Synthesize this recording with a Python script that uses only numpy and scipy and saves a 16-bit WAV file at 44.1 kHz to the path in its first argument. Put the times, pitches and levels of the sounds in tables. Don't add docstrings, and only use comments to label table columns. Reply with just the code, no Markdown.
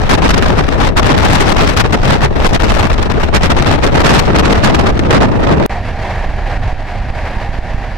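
import sys
import numpy as np
from scipy import signal
from scipy.io import wavfile

SR = 44100
rng = np.random.default_rng(int(sys.argv[2]) if len(sys.argv) > 2 else 0)


def unload_wav(signal):
    wavfile.write(
        sys.argv[1],
        SR,
        np.round(np.clip(np.atleast_2d(signal).T, -1, 1) * 32767).astype(np.int16),
    )


N = 351477

MEAN_FORCE_DB = -26.0


def from_db(db):
    return 10 ** (np.asarray(db) / 20)


def rms_one(x):
    return x / np.sqrt(np.mean(x ** 2) + 1e-20)


def seconds():
    return np.arange(N) / SR


def in_time(rows):
    times, *columns = np.transpose(rows)
    return [np.interp(seconds(), times, column) for column in columns]


def at_hz(points, hz):
    points = np.array(points)
    return np.interp(np.log(hz), np.log(points[:, 0]), points[:, 1])


def sides(left_right_db):
    return np.array([[.5], [-.5]]) * left_right_db


def drift(rate_hz):
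    step = 40
    r = np.exp(-2 * np.pi * rate_hz * step / SR)
    noise = rng.standard_normal(N // step + 2002)
    slow = signal.lfilter([1], [1, -2 * r, r * r], noise)[2000:]
    return np.interp(np.arange(N) / step, np.arange(len(slow)), rms_one(slow))


def noise_bands(count):
    edges = np.geomspace(12, 17000, count + 1)
    white = rng.standard_normal((2, 2, N + SR))
    for k, (low, high) in enumerate(zip(edges, edges[1:])):
        band = signal.butter(2, [low, high], "band", fs=SR, output="sos")
        noise = signal.sosfilt(band, white[k % 2])
        yield np.sqrt(low * high), noise[:, SR:]


def resonate(x, hz, width_hz):
    r = np.exp(-np.pi * width_hz / SR)
    top = np.array([1, 0, -1]) * (1 - r * r) / 2
    return signal.lfilter(top, [1, -2 * r * np.cos(2 * np.pi * hz / SR), r * r], x)


def low_pass(x, hz, order):
    return signal.sosfilt(signal.butter(order, min(hz, SR / 2 - 1), fs=SR, output="sos"), x)


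def wind_force():
    # (time [s], force [dB])
    lull = [(0.0, -29.5), (0.7, -30.5), (0.88, -33), (0.94, -40.5), (1.15, -27.5), (1.8, -31.5),
            (2.3, -34.5), (2.6, -35), (3.1, -34.5), (3.95, -32.5), (4.7, -26.5), (4.96, -36), (5.3, -37),
            (5.65, -34)]
    # (start [s], length [s], force [dB])
    wind_gusts = [(0.008, 0.045, -26.5), (0.092, 0.073, -15.5), (0.216, 0.11, -18), (0.332, 0.029, -20),
                  (0.37, 0.03, -20), (0.419, 0.078, -22), (0.496, 0.039, -22), (0.567, 0.057, -21),
                  (0.631, 0.024, -21.5), (0.795, 0.11, -22.5), (0.958, 0.047, -18), (1.024, 0.11, -22),
                  (1.169, 0.18, -20), (1.337, 0.18, -22), (1.559, 0.17, -18.5), (1.762, 0.06, -15.5),
                  (1.834, 0.042, -23.5), (1.919, 0.057, -22), (2.026, 0.044, -24), (2.071, 0.089, -19.5),
                  (2.201, 0.067, -21), (2.352, 0.054, -26), (2.389, 0.058, -24), (2.44, 0.047, -19),
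                  (2.484, 0.04, -21.5), (2.523, 0.046, -18.5), (2.591, 0.079, -24.5), (2.659, 0.13, -22),
                  (2.779, 0.044, -20.5), (2.821, 0.052, -21.5), (2.911, 0.04, -22.5), (3.095, 0.033, -23),
                  (3.191, 0.067, -23), (3.342, 0.04, -13), (3.413, 0.07, -23), (3.494, 0.038, -17.5),
                  (3.552, 0.057, -24.5), (3.648, 0.12, -24), (3.823, 0.035, -18.5), (3.858, 0.031, -23),
                  (3.937, 0.095, -21), (4.035, 0.17, -18), (4.247, 0.048, -23), (4.342, 0.075, -20),
                  (4.435, 0.11, -20), (4.553, 0.056, -27), (4.632, 0.058, -18.5), (4.742, 0.025, -18),
                  (4.783, 0.13, -24.5), (5.127, 0.053, -19), (5.199, 0.067, -24), (5.427, 0.034, -29),
                  (5.497, 0.067, -28)]
    attack_s, rise_db_per_s = 0.0085, 1600
    release_s, fall_db_per_s = 0.013, 700
    sag_db_per_s = 8.0
    t = seconds()
    force_db = in_time(lull)[0]
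    for start, length, gust_db in wind_gusts:
        near = slice(*np.searchsorted(t, [start - .1, start + length + .1]))
        age = t[near] - start
        rise_db = rise_db_per_s * np.minimum(age - attack_s, 0)
        fall_db = fall_db_per_s * np.minimum(length - release_s - age, 0)
        sag_db = sag_db_per_s * (length / 2 - age)
        force_db[near] = np.maximum(force_db[near], gust_db + rise_db + sag_db + fall_db)
    return force_db - MEAN_FORCE_DB


def crackle(per_s, strength_db, width_s):
    hits = (rng.random((2, N)) < per_s / SR) * strength_db
    point = np.bartlett(max(int(width_s * SR), 3)) ** 2
    return signal.oaconvolve(hits, point[None], "same", axes=1)


def slaps(level_db, fade_db_per_s):
    # (time [s], peak force before level_db [dB])
    slap_list = [(0.0945, -3), (0.2254, -11), (0.3785, -5), (0.424, -5), (0.569, -17), (0.9647, -17.5),
                 (1.186, -1), (1.5182, -3.5), (1.6107, -7), (1.736, -9), (2.4453, -6), (2.827, -6),
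                 (2.8988, -11.5), (2.9806, -10.5), (3.028, -8), (3.1, -8.5), (3.3472, -4), (3.6576, -9),
                 (3.713, -4), (3.9434, -9.5), (4.0332, -13), (4.9923, -8.5), (5.107, -6.5), (5.127, -7),
                 (5.405, -16), (5.599, -14.5)]
    t = seconds()
    force_db = np.full(N, -200.)
    for s, peak_db in slap_list:
        force_db[int(s * SR)] = peak_db + level_db
    fade_db = fade_db_per_s * t
    return np.maximum.accumulate(force_db + fade_db) - fade_db - MEAN_FORCE_DB


def slipstream(level_db, flutter_db, flutter_hz, port_flutter_db, port_flutter_hz, swell, lean,
               large_eddy_hz, small_eddy_hz, shared_hz, lumpy_db, patchy_db):
    # (time [s], large eddies [dB], large left-right difference [dB], small left-right difference [dB])
    exposure = [(0.0, -1, 5, 2), (1.1, 0, 5.5, 3), (1.7, -2.5, 5.5, 6), (2.15, 0, 2.5, 0.5),
                (2.6, -1.5, 4.5, 8), (3.35, -0.5, 3.5, 2), (3.62, 0, 5.5, 3), (3.9, 2.5, 3, 3),
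                (4.3, 1, 5, -2), (4.78, 4, 3, -6), (4.97, 2, 1.5, -1), (5.25, 4, 0.5, -6),
                (5.65, 7, 1.5, -11)]
    # (frequency [Hz], level per Hz [dB])
    turbulence = [(14, 3), (28, 0.5), (70, -0.5), (150, -6), (350, -11), (800, -15), (1600, -22),
                  (3200, -31.5), (5500, -40.5), (9000, -57.5), (15000, -53)]
    # (frequency [Hz], band change per force change [dB/dB])
    gust_grip = [(30, 0.4), (90, 0.57), (250, 0.7945), (520, 0.676), (1000, 1.06), (2200, 1.1252),
                 (5000, 1.365), (12000, 1.33)]

    large_db, large_pan_db, small_pan_db = in_time(exposure)
    force_db = np.maximum(wind_force(), slaps(level_db=-9.5, fade_db_per_s=900))
    force_db = force_db + crackle(per_s=60, strength_db=4.785, width_s=0.0038)
    force_db = force_db + flutter_db * drift(flutter_hz)
    force_db = force_db + port_flutter_db * np.array([drift(port_flutter_hz), drift(port_flutter_hz)])
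    large_db = swell * large_db + lumpy_db * drift(27)

    out, power = 0, 0
    for hz, (common, difference) in noise_bands(count=20):
        alike = 0.53 / (1 + (hz / shared_hz) ** 2)
        noise = np.sqrt(1 + alike) * common + np.sqrt(max(1 - alike, 0)) * difference * [[1], [-1]]
        noise = noise * from_db(at_hz(turbulence, hz))
        large = np.exp(-.5 * (np.log(hz / large_eddy_hz) / 1.43) ** 2)
        small = 1 / (1 + (small_eddy_hz / hz) ** 2)
        balance_db = sides(lean * large * large_pan_db + small * small_pan_db)
        eddy_db = (large - alike) * large_db
        band_db = at_hz(gust_grip, hz) * force_db + eddy_db + balance_db + patchy_db * drift(25)
        out = out + noise * from_db(band_db)
        power += np.mean(noise ** 2)
    return from_db(level_db) * out / np.sqrt(power)


def overload(pressure, left_hz, right_hz):
    limit, knee = 0.59, 3.24
    squash = (1 + np.abs(pressure / limit) ** knee) ** (1 / knee)
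    left, right = pressure / squash
    return np.array([low_pass(left, left_hz, order=2), low_pass(right, right_hz, order=2)])


def ride_noise(spectrum, patchy_db, count):
    # (frequency [Hz], likeness [0-1])
    ride_likeness = [(60, 0.96), (640, 0.98), (1400, 0.9), (3100, 0.81), (6800, 0.2), (15000, 0.1)]
    out = 0
    for hz, (mid, side) in noise_bands(count):
        if spectrum[0][0] <= hz <= spectrum[-1][0]:
            alike = np.clip(at_hz(ride_likeness, hz), 0, 1)
            gain = from_db(at_hz(spectrum, hz) + patchy_db * drift(10.0))
            out = out + gain * (np.sqrt(1 + alike) * mid + np.sqrt(1 - alike) * side * [[1], [-1]])
    return rms_one(out)


def coach_rumble(rumble_db):
    # (frequency [Hz], level per Hz [dB])
    rumble_colour = [(12, -28), (24, -2), (45, 4), (64, -1.5), (92, 0), (122, -9), (220, -14.5), (300, -22),
                     (450, -28), (900, -69)]
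    # (time [s], level [dB])
    coach = [(5.72, -23), (6.33, -24.5), (6.68, -22), (6.71, -29.5), (6.97, -24), (7.95, -26.5)]
    gain = from_db(in_time(coach)[0] + rumble_db + sides(left_right_db=-2.0))
    return gain * ride_noise(rumble_colour, patchy_db=0.2, count=26)


def window_air(pump_hz, waver, uneven_db, thump_s):
    # (time [s], level [dB])
    pumping = [(5.7, -23.5), (6.4, -19.5), (7.0, -18.5), (7.4, -26.5), (7.9, -19.5)]
    # (time [s], peak [dB])
    thumps = [(5.917, -8), (6.263, -7.5), (6.574, -7), (6.73, -6), (7.106, -4), (7.372, -5), (7.494, -3),
              (7.59, -1), (7.747, -5)]
    t = seconds()
    phase = 2 * np.pi * np.cumsum(pump_hz * (1 + waver * drift(8.4))) / SR
    level_db = in_time(pumping)[0] + uneven_db * drift(1.86)
    air = np.sqrt(2) * np.sin(phase) * from_db(level_db)
    signs = rng.choice([-1, 1], len(thumps))
    for (s, peak_db), sign in zip(thumps, signs):
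        age = np.maximum(t - s + thump_s / 2, 0) / thump_s
        air = air + sign * from_db(peak_db) * age * np.exp(1 - np.minimum(age, 20))
    return air


def rail_roar(roughness_db, rail_db):
    # (frequency [Hz], level per Hz [dB])
    rail_colour = [(100, -23), (300, -13.5), (400, -11), (490, -8), (600, -4.5), (730, -4.5), (830, -4),
                   (950, -9), (1100, -8.5), (1400, -55.5), (3000, -45)]
    # (frequency [Hz], width [Hz], added level [dB])
    track_modes = [(644, 18, -4), (731, 16, 0), (800, 12, 5), (920, 8, 2)]
    roar = ride_noise(rail_colour, patchy_db=0.6, count=36)
    ringing = sum(from_db(db) * resonate(roar, hz, width) for hz, width, db in track_modes)
    return from_db(roughness_db + rail_db) * rms_one(roar + ringing)


def wheel_hiss(roughness_db, wheel_db):
    # (frequency [Hz], level per Hz [dB])
    wheel_colour = [(500, -16), (1100, -11), (1330, -16), (1550, 3), (1690, 2.5), (1900, -3), (2200, -3.5),
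                    (2600, -7.5), (3100, -13.5), (4300, -16), (6000, -24.5), (8000, -32), (11000, -39.5),
                    (15000, -48)]
    follows = 0.83
    mean_db = roughness_db.mean()
    level_db = mean_db + follows * (roughness_db - mean_db)
    return from_db(level_db + wheel_db) * ride_noise(wheel_colour, patchy_db=0.5, count=40)


def ride(rumble_db, rail_db, wheel_db, shake_db):
    # (time [s], level [dB])
    roughness = [(5.72, -24.5), (5.79, -28), (5.81, -33.5), (5.89, -24.5), (5.92, -30.5), (6.05, -23.5),
                 (6.3, -29), (6.31, -29), (6.56, -24.5), (6.59, -31.5), (6.68, -25.5), (6.76, -32.5),
                 (6.98, -28.5), (7.01, -31), (7.31, -25.5), (7.63, -29.5), (7.67, -28.5), (7.95, -31)]
    roughness_db = in_time(roughness)[0]
    air = window_air(pump_hz=25, waver=0.2452, uneven_db=4.5, thump_s=0.0045)
    air = from_db(sides(left_right_db=-5.0)) * air
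    rail = rail_roar(roughness_db, rail_db) + singing(waver=0.011)
    rail = from_db(sides(left_right_db=-1.0)) * rail
    rolling = rail + wheel_hiss(roughness_db, wheel_db)
    return coach_rumble(rumble_db) + air + rolling * from_db(shake_db * drift(38))


def limiter(x, ceiling_db, release_db_per_s):
    peak_db = 20 * np.log10(np.abs(x).max(axis=0) + 1e-9)
    over_db = np.maximum(peak_db - ceiling_db, 0)
    recovery_db = release_db_per_s * seconds()
    return x * from_db(recovery_db - np.maximum.accumulate(over_db + recovery_db))


def snap(start_s, level_db, fade_s):
    age = seconds() - start_s
    fade = (age > 0) * np.exp(-np.clip(age / fade_s, 0, 30))
    return from_db(level_db) * rng.standard_normal((2, N)) * fade


def singing(waver):
    # (start [s], length [s], frequency before the waver [Hz], level at full swell [dB])
    notes = [(5.73, 0.085, 712, -25.5), (6.623, 0.12, 722, -29), (6.86, 0.15, 718, -29)]
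    t, out = seconds(), np.zeros(N)
    wavering_time = np.cumsum(1 + waver * drift(24.5)) / SR
    for start, length, hz, level_db in notes:
        swell = np.sin(np.pi * np.clip((t - start) / length, 0, 1))
        out += np.sqrt(2) * from_db(level_db) * swell * np.sin(2 * np.pi * hz * wavering_time)
    return out


def scene():
    wind_end_s, ride_start_s = 5.662, 5.695
    t = seconds()
    wind = slipstream(level_db=-5.5, flutter_db=3.0, flutter_hz=42.0, port_flutter_db=3.0, port_flutter_hz=57,
                      swell=1.43, lean=1.95, large_eddy_hz=281, small_eddy_hz=2100, shared_hz=55.7,
                      lumpy_db=3.5, patchy_db=1.33)
    train = ride(rumble_db=5.0, rail_db=1.5, wheel_db=-3.0, shake_db=1.5)
    train = limiter(train, ceiling_db=-4.5, release_db_per_s=93.0)
    exposed = overload(wind + from_db(-18.5) * train, left_hz=11700, right_hz=8900)
    near_silence = from_db(-23) * train
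    sound = np.select([t < wind_end_s, t < ride_start_s], [exposed, near_silence], train)
    return sound + snap(start_s=5.6615, level_db=-15.5, fade_s=0.0011)


def record(dry):
    bass_cut = signal.butter(1, 8, "high", fs=SR, output="sos")
    top_cut = signal.ellip(10, .1, 80, 15750, fs=SR, output="sos")
    return signal.sosfilt(top_cut, signal.sosfilt(bass_cut, dry))


dry = scene()
out = record(dry)
unload_wav(out)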